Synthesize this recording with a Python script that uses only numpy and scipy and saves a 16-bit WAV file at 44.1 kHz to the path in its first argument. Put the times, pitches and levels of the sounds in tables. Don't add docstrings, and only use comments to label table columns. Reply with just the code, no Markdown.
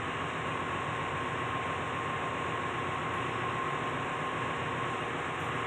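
import sys
import numpy as np
from scipy import signal
from scipy.fft import rfft, irfft, next_fast_len
from scipy.io import wavfile

SR = 44100
rng = np.random.default_rng(int(sys.argv[2]) if len(sys.argv) > 2 else 0)


def dump_mix(stems):
    frames = np.atleast_2d(stems).T
    limited = np.clip(frames, -1, 1)
    pcm = np.round(limited * 32767).astype(np.int16)
    wavfile.write(sys.argv[1], SR, pcm)


N = 249650
FFT_SIZE = next_fast_len(N, True)
TIME = np.arange(N) / SR
FREQS = np.fft.rfftfreq(FFT_SIZE, 1 / SR)
CYCLE_HZ = 7.497
FLUTTER_DB, FLUTTER_RATE_HZ = 1.4, 4


def from_db(db):
    return 10 ** (np.asarray(db) / 20)


def rms_one(x):
    return x / np.sqrt(np.mean(x ** 2) + 1e-20)


def at_hz(points, hz):
    knots_hz, level_db = np.transpose(points)
    hz = np.maximum(hz, 1)
    inside = np.clip(hz, knots_hz[0], knots_hz[-1])
    octaves_outside = np.abs(np.log2(hz / inside))
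    inside_db = np.interp(np.log(inside), np.log(knots_hz), level_db)
    return from_db(inside_db - 120 * octaves_outside)


def drift(rate_hz):
    pole = np.exp(-200 * np.pi * rate_hz / SR)
    noise = rng.standard_normal(N // 100 + 2002)
    slow = rms_one(signal.lfilter([1], [1, -2 * pole, pole * pole], noise)[2000:])
    return np.interp(np.arange(N) / 100, np.arange(len(slow)), slow)


def bump(peak_s, length_s):
    return np.exp(-2 * ((TIME - peak_s) / length_s) ** 2)


def air_noise(spectrum):
    white = rfft(rng.standard_normal(FFT_SIZE))
    return irfft(white * at_hz(spectrum, FREQS), FFT_SIZE)[:N] * np.sqrt(SR / 2)


def resonant_noise(hz, width_hz):
    white = rfft(rng.standard_normal(FFT_SIZE))
    resonance = 1 / (1 + ((FREQS - hz) / (width_hz / 2)) ** 2)
    return rms_one(irfft(white * resonance, FFT_SIZE)[:N])


def resonances(table):
    return sum(from_db(db) * resonant_noise(hz, width_hz) for hz, width_hz, db in table)


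def order_tone(turns, order, level_db):
    return from_db(level_db) * np.sqrt(2) * np.sin(2 * np.pi * order * turns)


# (frequency [Hz], density [dB per Hz])
ROAR_SPECTRUM = [(20, -93), (32, -93), (45, -82), (70, -79), (85, -73), (110, -72), (145, -67), (170, -74),
                 (200, -78), (230, -70.5), (260, -70.5), (305, -74.5), (350, -71), (560, -75.8),
                 (680, -75.5), (750, -71.8), (850, -74.3), (1000, -73), (1200, -73), (1400, -73.5),
                 (1650, -73.2), (2000, -74.6), (2800, -77.8), (3100, -80.9), (3700, -85.3)]
# (frequency [Hz], width [Hz], level [dB rms])
DUCT_RESONANCES = [(93, 9.8, -61), (121.5, 7, -55.5), (146, 22, -57), (1057, 24, -56), (1111, 46, -52),
                   (1690, 90, -56), (1997, 44, -62), (2094, 30, -59), (2300, 37, -58.5), (2593, 140, -58),
                   (2773, 13, -62.5), (3020, 22, -65)]


def ventilation(gust_db=0.44, gust_rate_hz=8.2):
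    gusts = from_db(gust_db * drift(gust_rate_hz))
    return (air_noise(ROAR_SPECTRUM) + resonances(DUCT_RESONANCES)) * gusts


# (frequency [Hz], density [dB per Hz])
HISS_SPECTRUM = [(3700, -89), (4350, -99), (4650, -111), (5100, -107), (5400, -99), (5900, -100),
                 (6600, -95), (8000, -93.5), (8800, -98.5), (9300, -111), (10700, -113), (11500, -121),
                 (13200, -118), (13800, -127), (15500, -126)]
# (frequency [Hz], width [Hz], level [dB rms])
MACHINE_TONES = [(146.6, 1, -60), (352.5, 1, -61), (704, 2, -61), (2806, 30, -57.5), (5580, 60, -81),
                 (6627, 10, -81), (7190, 25, -77.5), (8060, 20, -81), (8620, 30, -82), (8930, 60, -82),
                 (10885, 60, -95)]


def auxiliaries(flicker_db=0.6, flicker_rate_hz=13):
    flicker = from_db(flicker_db * drift(flicker_rate_hz))
    return air_noise(HISS_SPECTRUM) * flicker + resonances(MACHINE_TONES)


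# (time [s], length [s], rise [dB])
WHISTLE_SWELLS = [(.62, .14, 4), (1.2, .35, 3), (2.78, .14, 4), (3.33, 0.36, 6.5), (4.52, .26, 6.5),
                  (5.58, .2, 5)]


def whistle(pitch_hz=5420, width_hz=53, resting_db=-77):
    swells_db = sum(db * bump(s, length_s) for s, length_s, db in WHISTLE_SWELLS)
    return from_db(resting_db + swells_db) * resonant_noise(pitch_hz, width_hz)


# (time [s], pitch [Hz], starting peak of the main mode [dB], t60 [s])
CLINKS = [(3.137, 10890, -63.5, 0.55), (5.01, 8980, -64.5, .45), (5.552, 10815, -67.5, 0.3),
          (5.6, 10830, -73, .9)]
# (time [s], length [s], level at the peak before grain [dB rms])
RUSTLES = [(3.17, .04, -80), (3.92, .06, -78), (4.05, .03, -81), (4.255, .025, -75), (5.22, .06, -81)]


def workers(cloth_hz=9800, cloth_width_hz=9000, split_hz=23, twin_share=0.29, tick_db=-10.5, tick_t60_s=0.12):
    ringing, ticks = np.zeros(N), np.zeros(N)
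    for s, hz, db, t60_s in CLINKS:
        age = np.maximum(TIME - s, 0)
        main_mode = np.sin(2 * np.pi * hz * age)
        twin_mode = twin_share * np.sin(2 * np.pi * (hz - split_hz) * age)
        ringing += from_db(db - 60 * age / t60_s) * (main_mode + twin_mode)
        ticks += (TIME > s) * from_db(db + tick_db - 60 * age / tick_t60_s)
    strokes = sum(from_db(db) * bump(s, length_s) for s, length_s, db in RUSTLES)
    grain = from_db(2.5 * drift(150))
    grainy_noise = rms_one(resonant_noise(cloth_hz, cloth_width_hz) * grain)
    return ringing + (strokes + ticks) * grainy_noise


# (time [s], length [s], level at the peak before judder [dB rms])
SCRAPE_STROKES = [(5.405, .024, -65), (5.445, .035, -67.5), (5.455, .13, -66.5)]
# (frequency [Hz], relative level [dB])
RASP_COLOUR = [(5300, -7), (6800, 0), (8400, -1), (9500, -9), (13000, -12.5), (13900, -19), (15500, -20)]


def scrape(slips_per_s=4000, grain_db=3.5, judder_db=1.2, judder_rate_hz=90):
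    slip_happens = rng.random(N) < slips_per_s / SR
    direction = rng.choice([-1, 1], N)
    strength = from_db(grain_db * np.minimum(rng.exponential(1, N), 3))
    slips = slip_happens * direction * strength
    coloured = rfft(slips, FFT_SIZE) * at_hz(RASP_COLOUR, FREQS)
    rasp = rms_one(irfft(coloured, FFT_SIZE)[:N])
    strokes = sum(from_db(db) * bump(s, length_s) for s, length_s, db in SCRAPE_STROKES)
    return strokes * rasp * from_db(judder_db * drift(judder_rate_hz))


# (time [s], level [dB rms])
MOTOR_LEVELS = [(0, -57.5), (2.4, -58), (2.85, -51.5), (3.6, -52), (4.6, -55), (5.66, -55)]


def motor(pitch_hz=366):
    level_db = np.interp(TIME, *np.transpose(MOTOR_LEVELS))
    return order_tone(TIME, pitch_hz, level_db + FLUTTER_DB * drift(FLUTTER_RATE_HZ))


DRONE_ORDERS = (12, 15, 16, 53, 63, 99, 103)
# (time [s], level of each drone [dB rms] ...)
DRONE_LEVELS = [(0.0, -54.0, -53.6, -50.2, -58.5, -55.6, -59.6, -62.9),
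                (0.7, -52.8, -52.5, -54.9, -65.3, -54.0, -56.5, -59.4),
                (1.4, -50.7, -54.6, -51.7, -59.2, -52.9, -55.7, -57.6),
                (2.0, -54.2, -56.4, -49.2, -59.3, -53.5, -53.0, -56.9),
                (2.5, -54.7, -55.9, -54.7, -55.5, -51.9, -54.8, -61.8),
                (3.1, -52.6, -54.9, -48.4, -55.6, -52.4, -52.5, -54.9),
                (3.8, -56.0, -58.4, -50.7, -53.2, -50.0, -52.2, -58.4),
                (4.5, -55.1, -60.4, -53.1, -54.7, -49.4, -53.7, -55.9),
                (5.1, -55.0, -58.4, -51.7, -53.6, -49.4, -51.8, -61.3),
                (5.66, -54.2, -59.3, -51.7, -54.9, -47.8, -51.7, -59.5)]


def drones(turns, trim_db=-0.2):
    s, *levels = np.transpose(DRONE_LEVELS)
    flutters_db = FLUTTER_DB * np.sqrt(np.array(DRONE_ORDERS) / np.mean(DRONE_ORDERS))
    out = np.zeros(N)
    for order, level, flutter_db in zip(DRONE_ORDERS, levels, flutters_db):
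        level_db = np.interp(TIME, s, level) + trim_db
        out += order_tone(turns, order, level_db + flutter_db * drift(FLUTTER_RATE_HZ))
    return out


GEAR_TEETH = 142
WHINE_SIDE_STEPS = (-1, -6, 6)
# (time [s], mesh level [dB rms], level of each of the three sidebands [dB rms] ...)
WHINE_LEVELS = [(0, -46.1, -60.7, -51.8, -46.1), (0.8, -43.5, -61.4, -51.8, -47.2),
                (1.8, -41.8, -54.7, -56.2, -57.0), (2.4, -42.2, -53.3, -56.2, -54.9),
                (3.05, -43.9, -46.7, -51.5, -49.7), (3.65, -40.5, -48.8, -49.4, -50.2),
                (4.05, -42.3, -49.0, -50.9, -53.3), (4.5, -43.4, -52.6, -52.9, -47.7),
                (5.0, -43.4, -51.0, -55.8, -53.3), (5.3, -45.9, -53.4, -56.8, -52.9),
                (5.66, -43.7, -47.9, -55.8, -50.1)]
# (time [s], length [s], change [dB])
WHINE_SWELLS = [(3.63, 0.034, 3.5), (5.192, 0.037, -19), (5.414, .07, -7)]


def gear_whine(turns, mesh_trim_db=0.6, side_trim_db=-2.0, flutter_db=1.4, flutter_rate_hz=5,
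               neighbour_hz=1054.8, neighbour_db=-7.5):
    s, *levels = np.transpose(WHINE_LEVELS)
    mesh_db, *sides_db = (np.interp(TIME, s, level) for level in levels)
    swells_db = sum(db * bump(at_s, length_s) for at_s, length_s, db in WHINE_SWELLS)
    flutter = flutter_db * drift(flutter_rate_hz)
    mesh = order_tone(turns, GEAR_TEETH, mesh_db + mesh_trim_db + swells_db + flutter)
    sides = sum(order_tone(turns, GEAR_TEETH + step, db + side_trim_db + swells_db)
                for step, db in zip(WHINE_SIDE_STEPS, sides_db))
    neighbour = order_tone(turns, neighbour_hz / CYCLE_HZ, sides_db[0] + neighbour_db)
    return mesh + sides + neighbour


def engine_cycle(gains, size=16384):
    orders = gains * np.exp(2j * np.pi * rng.random(len(gains)))
    return irfft(orders, size) * size / np.sqrt(2)


def repeat(cycle, turns):
    closed_cycle = np.append(cycle, cycle[0])
    return np.interp(turns % 1 * len(cycle), np.arange(len(cycle) + 1), closed_cycle)


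# (multiple of the cycle rate, level [dB rms])
HUM_ORDERS = [(11, -64), (13, -62), (17, -62.5), (18, -58.5), (19, -58.5), (20, -62), (21, -52),
              (22, -57.5), (24, -69), (26, -63), (28, -65), (33, -61), (34, -55.6), (35, -56.6),
              (36, -59.5), (37, -61), (39, -59.7), (41, -57.2), (46, -55.9), (47, -57.0), (48, -60.5),
              (50, -61), (51, -55.6), (54, -57.0), (57, -60.0), (61, -58.2), (62, -57.8), (65, -60.1),
              (68, -59.3), (69, -58.4), (71, -60.4), (78, -57.2)]
# (multiple of the cycle rate, level [dB rms])
MESH_SIDEBANDS = [(121, -59.1), (123, -58.3), (127, -56.3), (128, -57.6), (130, -58.3), (131, -58.3),
                  (134, -57.7), (140, -59), (145, -54.2), (146, -58.5), (147, -58.5), (149, -56.2),
                  (150, -56.2), (151, -53.8), (154, -59.5), (160, -57.8), (162, -58.3), (164, -57.0),
                  (166, -57.8), (169, -56.6), (174, -60), (258, -58)]
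# (frequency [Hz], level per order [dB rms])
CLATTER_SPECTRUM = [(40, -82), (55, -77), (70, -69), (130, -64), (200, -65.5), (225, -71), (300, -65),
                    (450, -65), (650, -64), (830, -65.5), (950, -65), (1200, -65), (1400, -66.5),
                    (1700, -65.5), (2000, -68), (2300, -72), (2550, -72), (2800, -76), (3300, -83),
                    (4000, -87)]


def diesel(turns, strong_trim_db=0.57, uneven_db=3.0, waver=0.55, waver_above_hz=450,
           walk_rate_hz=0.511, count=600):
    hz = np.arange(count) * CYCLE_HZ
    unevenness = from_db(uneven_db * np.clip(rng.standard_normal(count), -2, 1))
    gains = at_hz(CLATTER_SPECTRUM, hz) * unevenness
    for order, level_db in HUM_ORDERS + MESH_SIDEBANDS:
        gains[int(order)] = from_db(level_db + strong_trim_db)
    whine_orders = [GEAR_TEETH, *(GEAR_TEETH + step for step in WHINE_SIDE_STEPS)]
    gains[[*DRONE_ORDERS, *whine_orders]] = 0
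    share = waver * np.minimum(hz / waver_above_hz, 1)
    gains = gains / np.sqrt(1 + share ** 2)
    direct = repeat(engine_cycle(gains), turns)
    path_a = repeat(engine_cycle(gains * share), turns)
    path_b = repeat(engine_cycle(gains * share), turns)
    place = 2 * np.pi * walk_rate_hz * TIME + drift(0.94)
    return direct + np.cos(place) * path_a + np.sin(place) * path_b


def scene(hunting=0.00019):
    speed_hz = CYCLE_HZ * (1 + hunting * drift(0.99))
    turns = np.cumsum(speed_hz) / SR
    background = ventilation() + auxiliaries() + whistle() + motor()
    people = workers() + scrape()
    engine = drones(turns) + gear_whine(turns) + diesel(turns)
    return (background + people + engine)[None]


def record(dry, notch_hz=4770, notch_width_hz=1100, cutoff_hz=15500):
    b, a = signal.iirnotch(notch_hz, notch_hz / notch_width_hz, fs=SR)
    notched = signal.lfilter(b, a, signal.lfilter(b, a, dry))
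    lowpass = signal.ellip(10, 0.1, 80, cutoff_hz, fs=SR, output="sos")
    return signal.sosfilt(lowpass, notched)


dry = scene()
out = record(dry)
dump_mix(out)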